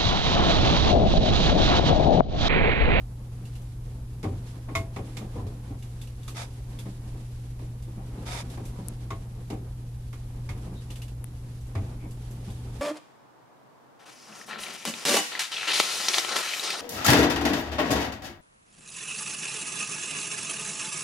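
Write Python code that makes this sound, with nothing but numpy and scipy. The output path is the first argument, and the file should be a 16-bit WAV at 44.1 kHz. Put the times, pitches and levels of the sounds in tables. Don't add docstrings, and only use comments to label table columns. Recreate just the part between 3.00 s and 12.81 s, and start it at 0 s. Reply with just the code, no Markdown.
import sys
import numpy as np
from scipy import signal
from scipy.fft import rfft, irfft, next_fast_len
from scipy.io import wavfile

SR = 44100
rng = np.random.default_rng(int(sys.argv[2]) if len(sys.argv) > 2 else 0)


def unload_audio(sound):
    columns = np.transpose(np.atleast_2d(sound))
    steps = np.round(np.clip(columns, -1, 1) * 32767)
    wavfile.write(sys.argv[1], SR, steps.astype(np.int16))


N = 432621
TIME = np.arange(N) / SR

# (frequency [Hz], coherence [0-1])
PORT_COHERENCE = [(25, .99), (60, .998), (190, .997), (310, .97), (640, .55), (1400, 0), (15000, 0)]
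# (frequency [Hz], left over right [dB])
TRUCK_BALANCE = [(160, 0), (330, 0.8), (600, 10), (1100, 3.5), (2100, -7), (4200, -8), (9000, 2)]
# (frequency [Hz], relative level [dB])
STREET_SPECTRUM = [(12, -31), (20, -26), (43, 8), (75, 6.5), (102, -2.5), (123, -7), (145, -24), (172, -14),
                   (282, -19.5), (644, -26.5), (781, -29.5), (1510, -37), (8360, -57), (10700, -29.5),
                   (14500, -55)]
RUMBLE_SPECTRUM = [(18, 5.5), (28, 6.5), (38, 9), (50, 8), (58, 9.5), (72, 1.5), (95, -4), (115, 0.5),
                   (160, -4), (300, -36)]
# (frequency [Hz], steady level [dB], waver [share of the steady part])
BACKGROUND_TONES = [(58.3, -54.5, 0.83), (95.6, -57.5, 0.41), (119.85, -38.5, 0.061)]
# (time [s], load [dB], hand movement [dB])
CRANK_EFFORT = [(0.0, -55, -67), (0.55, -52, -61.5), (1.09, -54, -65.5), (1.42, -46, -58.5),
                (1.61, -49, -61.5), (2.32, -45, -60.5), (2.62, -49, -63), (3.17, -51.5, -60),
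                (4.01, -49, -61), (4.56, -54.5, -60.5), (4.83, -53, -64), (5.46, -44, -56.5),
                (5.63, -48, -60.5), (7.13, -55, -64.5), (7.7, -45, -59.5), (7.9, -48, -62),
                (8.09, -55.5, -67.5), (8.41, -53, -61.5), (8.93, -46, -61), (9.1, -50, -63.5),
                (9.48, -49, -59.5), (9.81, -45.5, -57.5)]
# (frequency [Hz], relative level [dB])
DRAG_SPECTRUM = [(82, -64), (140, -4.5), (198, -2.5), (302, -6.5), (339, -11), (473, -13.5), (511, -12),
                 (574, -19), (811, -17), (1390, -26.5), (3000, -37), (3900, -41), (6600, -120)]
GLOVE_SPECTRUM = [(800, -7), (1500, -0.5), (3500, -0.5), (6000, -3.5), (10500, -5), (14000, -18.5)]
SCUFF_SPECTRUM = [(210, -23), (350, -8), (525, -6), (949, -5), (1070, -11), (2100, -7), (3050, -12.5),
                  (3620, -6.5), (4170, -14.5), (4800, -9.5), (11100, -18), (14500, -28)]
# (start [s], full [s], easing [s], end [s], level [dB])
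SCUFF_STROKES = [(3.342, 3.379, 3.415, 3.468, -37.5), (5.252, 5.263, 5.28, 5.31, -44),
                 (5.265, 5.318, 5.4, 5.436, -37)]
# (frequency [Hz], Q, added peak [dB])
SCUFF_RESONANCES = [(727, 14, 0), (935, 13, -1), (1280, 22, 4), (2290, 16, -2), (3650, 20, -6)]
CHASSIS_RESONANCES = [(410, 12, -6.5), (780, 18, 0), (1090, 3.2, -3), (2140, 3.2, -1.5), (2450, 16, -2),
                      (3580, 14, -2), (5100, 20, -8), (6760, 23, -1.5)]
# (time [s], level [dB], ring [Hz], relative level of the dull part [dB])
DRY_SNAPS = [(5.8847, -14.5, 8930, -26), (8.2428, -22.5, 9600, 1.5)]
# (start [s], loudest [s], end [s], level [dB], pitch [Hz])
ROD_SQUEAKS = [(2.355, 2.4, 2.445, -46, 1000), (5.692, 5.783, 5.84, -54, 980),
               (7.74, 7.774, 7.84, -57, 3800), (8.98, 9.03, 9.1, -58, 2250)]
# (frequency [Hz], base t60 [s])
RATTLE_DECAY = [(150, 0.89), (300, 0.47), (600, 0.33), (1200, 0.2), (2500, 0.22), (5000, 0.19),
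                (12000, 0.23)]
# (frequency [Hz], relative level [dB], t60 [s])
PANEL_MODES = [(160, -3, .3), (183, -2, .3), (214, -1, .26), (266, 1, .28), (314, 1, .25), (402, -3, .2),
               (505, -8, .18)]
LINK_MODES = [(2720, -2.5, 0.088), (2890, -3, 0.083), (3420, -3.5, 0.1), (3520, 1, 0.068),
              (3800, -4, 0.071), (4000, -39, .11), (4730, -4, 0.17), (6070, 0, 0.08), (8660, -10, 0.055)]
# (time [s], strength [dB], boom [dB], answering panel [Hz])
WHEEL_BUMPS = [(0.42, -43, -50, 208), (1.240, -29.5, -26, 238.5), (1.319, -37.5, -20, 242),
               (2.213, -33.5, -39, 214), (2.358, -37.5, -45, 476), (2.433, -40, -20, 272),
               (2.467, -42, -42, 423), (2.706, -36, -23.5, 283), (3.857, -31.5, -48, 193),
               (4.139, -44, -45, 184), (4.876, -44.5, -43, 338), (4.975, -34.5, -43, 190),
               (5.79, -32, -41, 191), (7.664, -36, -51, 168), (7.718, -35.5, -48, 195),
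               (9.04, -39, -55, 259), (9.478, -35.5, -24, 195)]
# (time [s], strength [dB], favoured pitch [Hz])
LINK_CLICKS = [(0.4535, -49, 2970), (0.5536, -48, 2880), (2.825, -47, 3000), (3.0155, -43, 3520),
               (3.0729, -49, 2930), (3.2315, -49.5, 3780), (3.2795, -41, 3740), (3.7886, -40.5, 3280),
               (4.823, -52, 4550), (5.5, -47, 3980), (5.6534, -47, 6600), (7.904, -40.5, 2830),
               (7.9574, -43, 3000), (8.0184, -41, 2840), (8.081, -48, 2760), (9.1086, -50, 5100),
               (9.3094, -51.5, 6900), (9.502, -49, 3900)]
# (frequency [Hz], relative level [dB], t60 [s], left over right [dB])
ROD_MODES = [(664, 0, .34, 3), (970, -10, .12, 3), (1034, -9, .14, 3), (1090, 0, .17, 4),
             (1184, -3, .12, 3), (1270, -9, .09, 1), (1385, -13, .14, -1), (1480, -12, .12, -2),
             (2036, -4, .12, -3), (2075, -8, .08, -2), (2156, 2, .15, -2), (2530, -10, .14, -5),
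             (3050, -15, .06, -4), (3640, -14, .14, -4), (3780, -11, .1, -4), (3870, -9, .08, -4),
             (5230, -14, .12, -3), (6180, -12, .12, -2), (6970, -14, .1, -2)]
# (frequency [Hz], relative level [dB])
TICK_SPECTRUM = [(600, -17), (1300, 12), (2300, -9), (3800, 1), (6000, 5), (9000, -27), (14000, -14)]
# (time [s], steel [dB], ring [dB], crack [dB], body [dB], boom [dB], favoured pitch [Hz])
ROD_KNOCKS = [(1.2295, -40.5, -38, -44, -36, -42, 3140), (1.2388, -43, -37, -52, -34, -15.5, 1120),
              (1.6857, -41.5, -39, -59, -38.5, -44, 970), (1.7520, -28, -27, -31, -37.5, -17, 2150),
              (1.9615, -35.5, -40, -46, -34.5, -23.5, 1140),
              (2.1689, -38.5, -42.5, -37.5, -43.5, -49, 2470), (2.355, -66, -43, -66, -36.5, -23, 970),
              (2.4662, -56, -61, -50, -49, -35, 1100), (3.2785, -53, -37, -47.5, -48.5, -48, 1280),
              (4.591, -50, -49, -57, -46, -49, 910), (5.5733, -44.5, -42, -55, -38.5, -29, 960),
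              (6.105, -35.5, -30, -44, -40.5, -23.5, 1090), (6.501, -41.5, -49, -42.5, -32, -25, 2240),
              (7.1287, -45, -41, -51, -52, -47, 1400), (7.4903, -36.5, -46, -43.5, -43.5, -23.5, 2000),
              (8.752, -35.5, -36, -47.5, -36.5, -13.5, 840)]


def from_db(db):
    return 10 ** (np.asarray(db) / 20)


def unit_rms(x):
    return x / np.sqrt(np.mean(x ** 2) + 1e-20)


def at_hz(points, hz):
    frequencies, values = np.transpose(points)
    return np.interp(np.log(np.maximum(hz, 1)), np.log(frequencies), values)


def panned(db):
    gains = from_db(np.array([[.5], [-.5]]) * db)
    return gains / np.sqrt(np.mean(gains ** 2, axis=0))


def drift(rate_hz):
    pole = np.exp(-80 * np.pi * rate_hz / SR)
    slow = signal.lfilter([1], [1, -2 * pole, pole * pole], rng.standard_normal(N // 40 + 2002))[2000:]
    return np.interp(np.arange(N) / 40, np.arange(len(slow)), unit_rms(slow))


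def impulses(times, heights):
    out = np.full(N, 1e-18)
    np.add.at(out, np.round(np.asarray(times) * SR).astype(int), heights)
    return out


def ring(blows, hz, t60):
    decay, angle = from_db(-60 / (t60 * SR)), 2 * np.pi * hz / SR
    return signal.lfilter([0, np.sin(angle)], [1, -2 * decay * np.cos(angle), decay * decay], blows)


def struck_mode(times, db, hz, t60, spread_db):
    return ring(impulses(times, from_db(db + rng.normal(0, spread_db, len(times)))), hz, t60)


def mode_loss(hz, favoured_hz, db_per_octave, most_db):
    return np.minimum(db_per_octave * np.abs(np.log2(hz / favoured_hz)), most_db)


def resonate(x, peaks):
    return x + sum(from_db(db) * signal.lfilter(*signal.iirpeak(hz, q, fs=SR), x) for hz, q, db in peaks)


def noise(spectrum, side=0.0):
    size = next_fast_len(N)
    hz = np.arange(size // 2 + 1) * SR / size
    common, apart = rfft(rng.standard_normal((2, size)))
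    alike = np.clip(at_hz(PORT_COHERENCE, hz), 0, 1)
    pair = np.sqrt(1 + alike) * common + np.sqrt(1 - alike) * apart * [[1], [-1]]
    gains = from_db(at_hz(spectrum, hz)) * panned(side * at_hz(TRUCK_BALANCE, hz)) * (hz > 12)
    return unit_rms(irfft(pair * gains, size)[:, :N])


def street():
    return from_db(-46) * noise(STREET_SPECTRUM) + from_db(-42.5) * noise(RUMBLE_SPECTRUM)


def background_tones():
    tones = 0
    for hz, db, waver in BACKGROUND_TONES:
        wander = 1 + waver * (drift(2.7) + 1j * drift(1.5))
        tones += np.sqrt(2) * from_db(db) * np.real(wander * np.exp(2j * np.pi * hz * TIME))
    return tones


def effort():
    times, *columns = np.transpose(CRANK_EFFORT)
    return [np.interp(TIME, times, db - db.mean()) for db in columns]


def drag_and_gloves():
    load, hands = effort()
    drag = from_db(-49.5 + 0.76 * load + 2.0 * drift(9.3)) * noise(DRAG_SPECTRUM, side=0.39)
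    rustle = from_db(-61 + 1.4 * hands + 2.15 * drift(12.0)) * noise(GLOVE_SPECTRUM, side=0.69)
    return drag + rustle


def scuffs():
    strokes = sum(from_db(db) * np.interp(TIME, np.sort(corners), [0, 1, 1, 0])
                  for *corners, db in SCUFF_STROKES)
    grit = from_db(1.35 * drift(250)) * noise(SCUFF_SPECTRUM, side=0.86)
    return strokes * unit_rms(resonate(grit, SCUFF_RESONANCES))


def snaps():
    out = 0
    for time, db, hz, dull_db in DRY_SNAPS:
        click = impulses([time], [from_db(db)])
        edge = np.diff(click, prepend=0)
        out += 0.96 * ring(edge, hz, 0.0017) + 0.44 * ring(edge, 10550, 0.0048)
        out += from_db(dull_db) * ring(click, 2200, 0.00083)
    return out * from_db([[0], [-29]])


def squeaks():
    friction = rng.standard_normal((2, N))
    out = 0
    for *corners, db, hz in ROD_SQUEAKS:
        note = unit_rms(signal.lfilter(*signal.iirpeak(hz, Q=20, fs=SR), friction))
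        out += from_db(db) * np.interp(TIME, np.sort(corners), [0, 1, 0]) * note
    return out


def rattle_bands():
    edges = 150 * 2 ** np.arange(0, 7, .5)
    white = [noise([(20, 0), (20000, 0)], side=1) for _ in range(2)]
    bands = []
    for k, (low, high) in enumerate(zip(edges, edges[1:])):
        bandpass = signal.butter(2, [low, high], "band", fs=SR, output="sos")
        bands.append((np.sqrt(low * high), unit_rms(signal.sosfilt(bandpass, white[k % 2]))))
    return bands


def rattle(bands, times, spectra, rise_cycles, rise_s, t60_scale):
    out = np.zeros((2, N))
    for hz, band in bands:
        blows = impulses(times, [from_db(at_hz(spectrum, hz)) ** 2 for spectrum in spectra])
        fall = from_db(-120 / (t60_scale * at_hz(RATTLE_DECAY, hz) * SR))
        swell = np.exp(-1 / (SR * (rise_s + rise_cycles / hz)))
        energy = signal.lfilter([1 - swell], [1, -fall - swell, fall * swell], blows)
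        out += band * np.sqrt(np.abs(energy))
    return out


def chassis(x):
    return 0.61 * resonate(x, CHASSIS_RESONANCES)


def underbody(times, panel_db, boom_db, boom_hz=95.5):
    shape = len(times), len(PANEL_MODES)
    shares = from_db(rng.normal(0, 1.1, shape)) * rng.choice([-1, 1], shape)
    panels = sum(ring(impulses(times, from_db(panel_db + db) * shares[:, k]), hz, t60)
                 for k, (hz, db, t60) in enumerate(PANEL_MODES))
    blows = impulses(times, from_db(boom_db))
    return panels + ring(blows, boom_hz, t60=0.25) - ring(blows, boom_hz, t60=0.088)


def wheel_bumps(bands, lurch_delay_s=0.024, lurch_hz=304.6):
    lurches = [(time + lurch_delay_s, body - 4, boom - 12, lurch_hz)
               for time, *_, body, boom, _ in ROD_KNOCKS]
    times, level, boom, panel_hz = np.vstack([WHEEL_BUMPS, lurches]).T
    spectra = [[(180, db - 14), (350, db - 13), (800, db - 16), (1600, db - 28), (5000, db - 42)]
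               for db in level]
    frame = chassis(rattle(bands, times, spectra, rise_cycles=5.5, rise_s=0.0009, t60_scale=0.65))
    answer = 0
    for hz in np.unique(panel_hz):
        hits = panel_hz == hz
        answer += ring(impulses(times[hits], from_db(level[hits] + 1.5)), hz, t60=0.19)
    return frame + answer + underbody(times, level - 12.5, boom - 2)


def link_clicks(bands, stray_count=14, stray_db=-59, fizz_hz=3400):
    when, size, octaves = rng.random((stray_count, 3)).T
    load, _ = effort()
    work = np.cumsum(from_db(load))
    stray_times = np.interp(when, work / work[-1], TIME)
    strays = np.transpose([stray_times, stray_db + 0.5 - size, fizz_hz * 2 ** octaves])
    times, level, favoured = np.vstack([LINK_CLICKS, strays]).T
    fizz_db = level - 3.5 + 6 * np.log2(favoured / fizz_hz)
    spectra = [[(300, db - 25), (1500, db - 20), (2900, db - 11), (5000, db - 12),
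                (7500, fizz - 6), (13000, fizz - 6)] for db, fizz in zip(level, fizz_db)]
    tinkle = np.zeros((2, N))
    for port in tinkle:
        for hz, db, t60 in LINK_MODES:
            strength = level + db - 4.5 - mode_loss(hz, favoured, db_per_octave=38, most_db=14)
            port += struck_mode(times, strength, hz, t60, spread_db=2.5)
    frame = rattle(bands, times, spectra, rise_cycles=1.3, rise_s=0.00027, t60_scale=1)
    return frame + panned(3.5) * tinkle


def rod_ring(times, level, favoured, softness_db, left_delay_s=0.00009):
    rod = 0
    for k, (hz, db, t60, side_db) in enumerate(ROD_MODES):
        strength = level + db - mode_loss(hz, favoured, db_per_octave=2.17 * softness_db, most_db=26)
        rod += (-1) ** k * panned(side_db) * struck_mode(times, strength, hz, t60, spread_db=1.64)
    left, right = rod
    return np.array([np.interp(TIME - left_delay_s, TIME, left), right])


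def rod_knocks(bands, hard_db=-27.5, tick_t60_s=0.019, panel_delay_s=0.00517):
    times, steel, ringing, crack, body, boom, favoured = np.transpose(ROD_KNOCKS)
    softness_db = np.maximum(hard_db - steel, 0)
    spectra = [[(170, low - 7), (330, low - 3), (700, low - 7),
                (1150, mid - 9), (1500, mid - 12), (2200, mid - 9),
                (3600, high - 5), (7000, high - 6), (13000, high - 8)]
               for low, mid, high in zip(body, steel, crack)]
    frame = chassis(rattle(bands, times, spectra, rise_cycles=1.4, rise_s=0.00023, t60_scale=0.87))
    tick_blows = impulses(times, from_db(crack + 4.5 - 0.97 * softness_db))
    tick_envelope = signal.lfilter([1], [1, -from_db(-60 / (tick_t60_s * SR))], tick_blows)
    tick = tick_envelope * noise(TICK_SPECTRUM, side=1)
    rod = rod_ring(times, ringing, favoured, softness_db)
    return frame + tick + rod + underbody(times + panel_delay_s, body - 9, boom - 1)


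def scene():
    bands = rattle_bands()
    winch = rod_knocks(bands) + link_clicks(bands) + wheel_bumps(bands) + squeaks()
    return winch + snaps() + drag_and_gloves() + scuffs() + background_tones() + street()


def record(dry, port_hz=13060, cutoff_hz=14300):
    ported = signal.sosfilt(signal.butter(3, port_hz, fs=SR, output="sos"), dry)
    return signal.sosfilt(signal.ellip(10, .2, 70, cutoff_hz, fs=SR, output="sos"), ported)


dry = scene()
out = record(dry)
unload_audio(out)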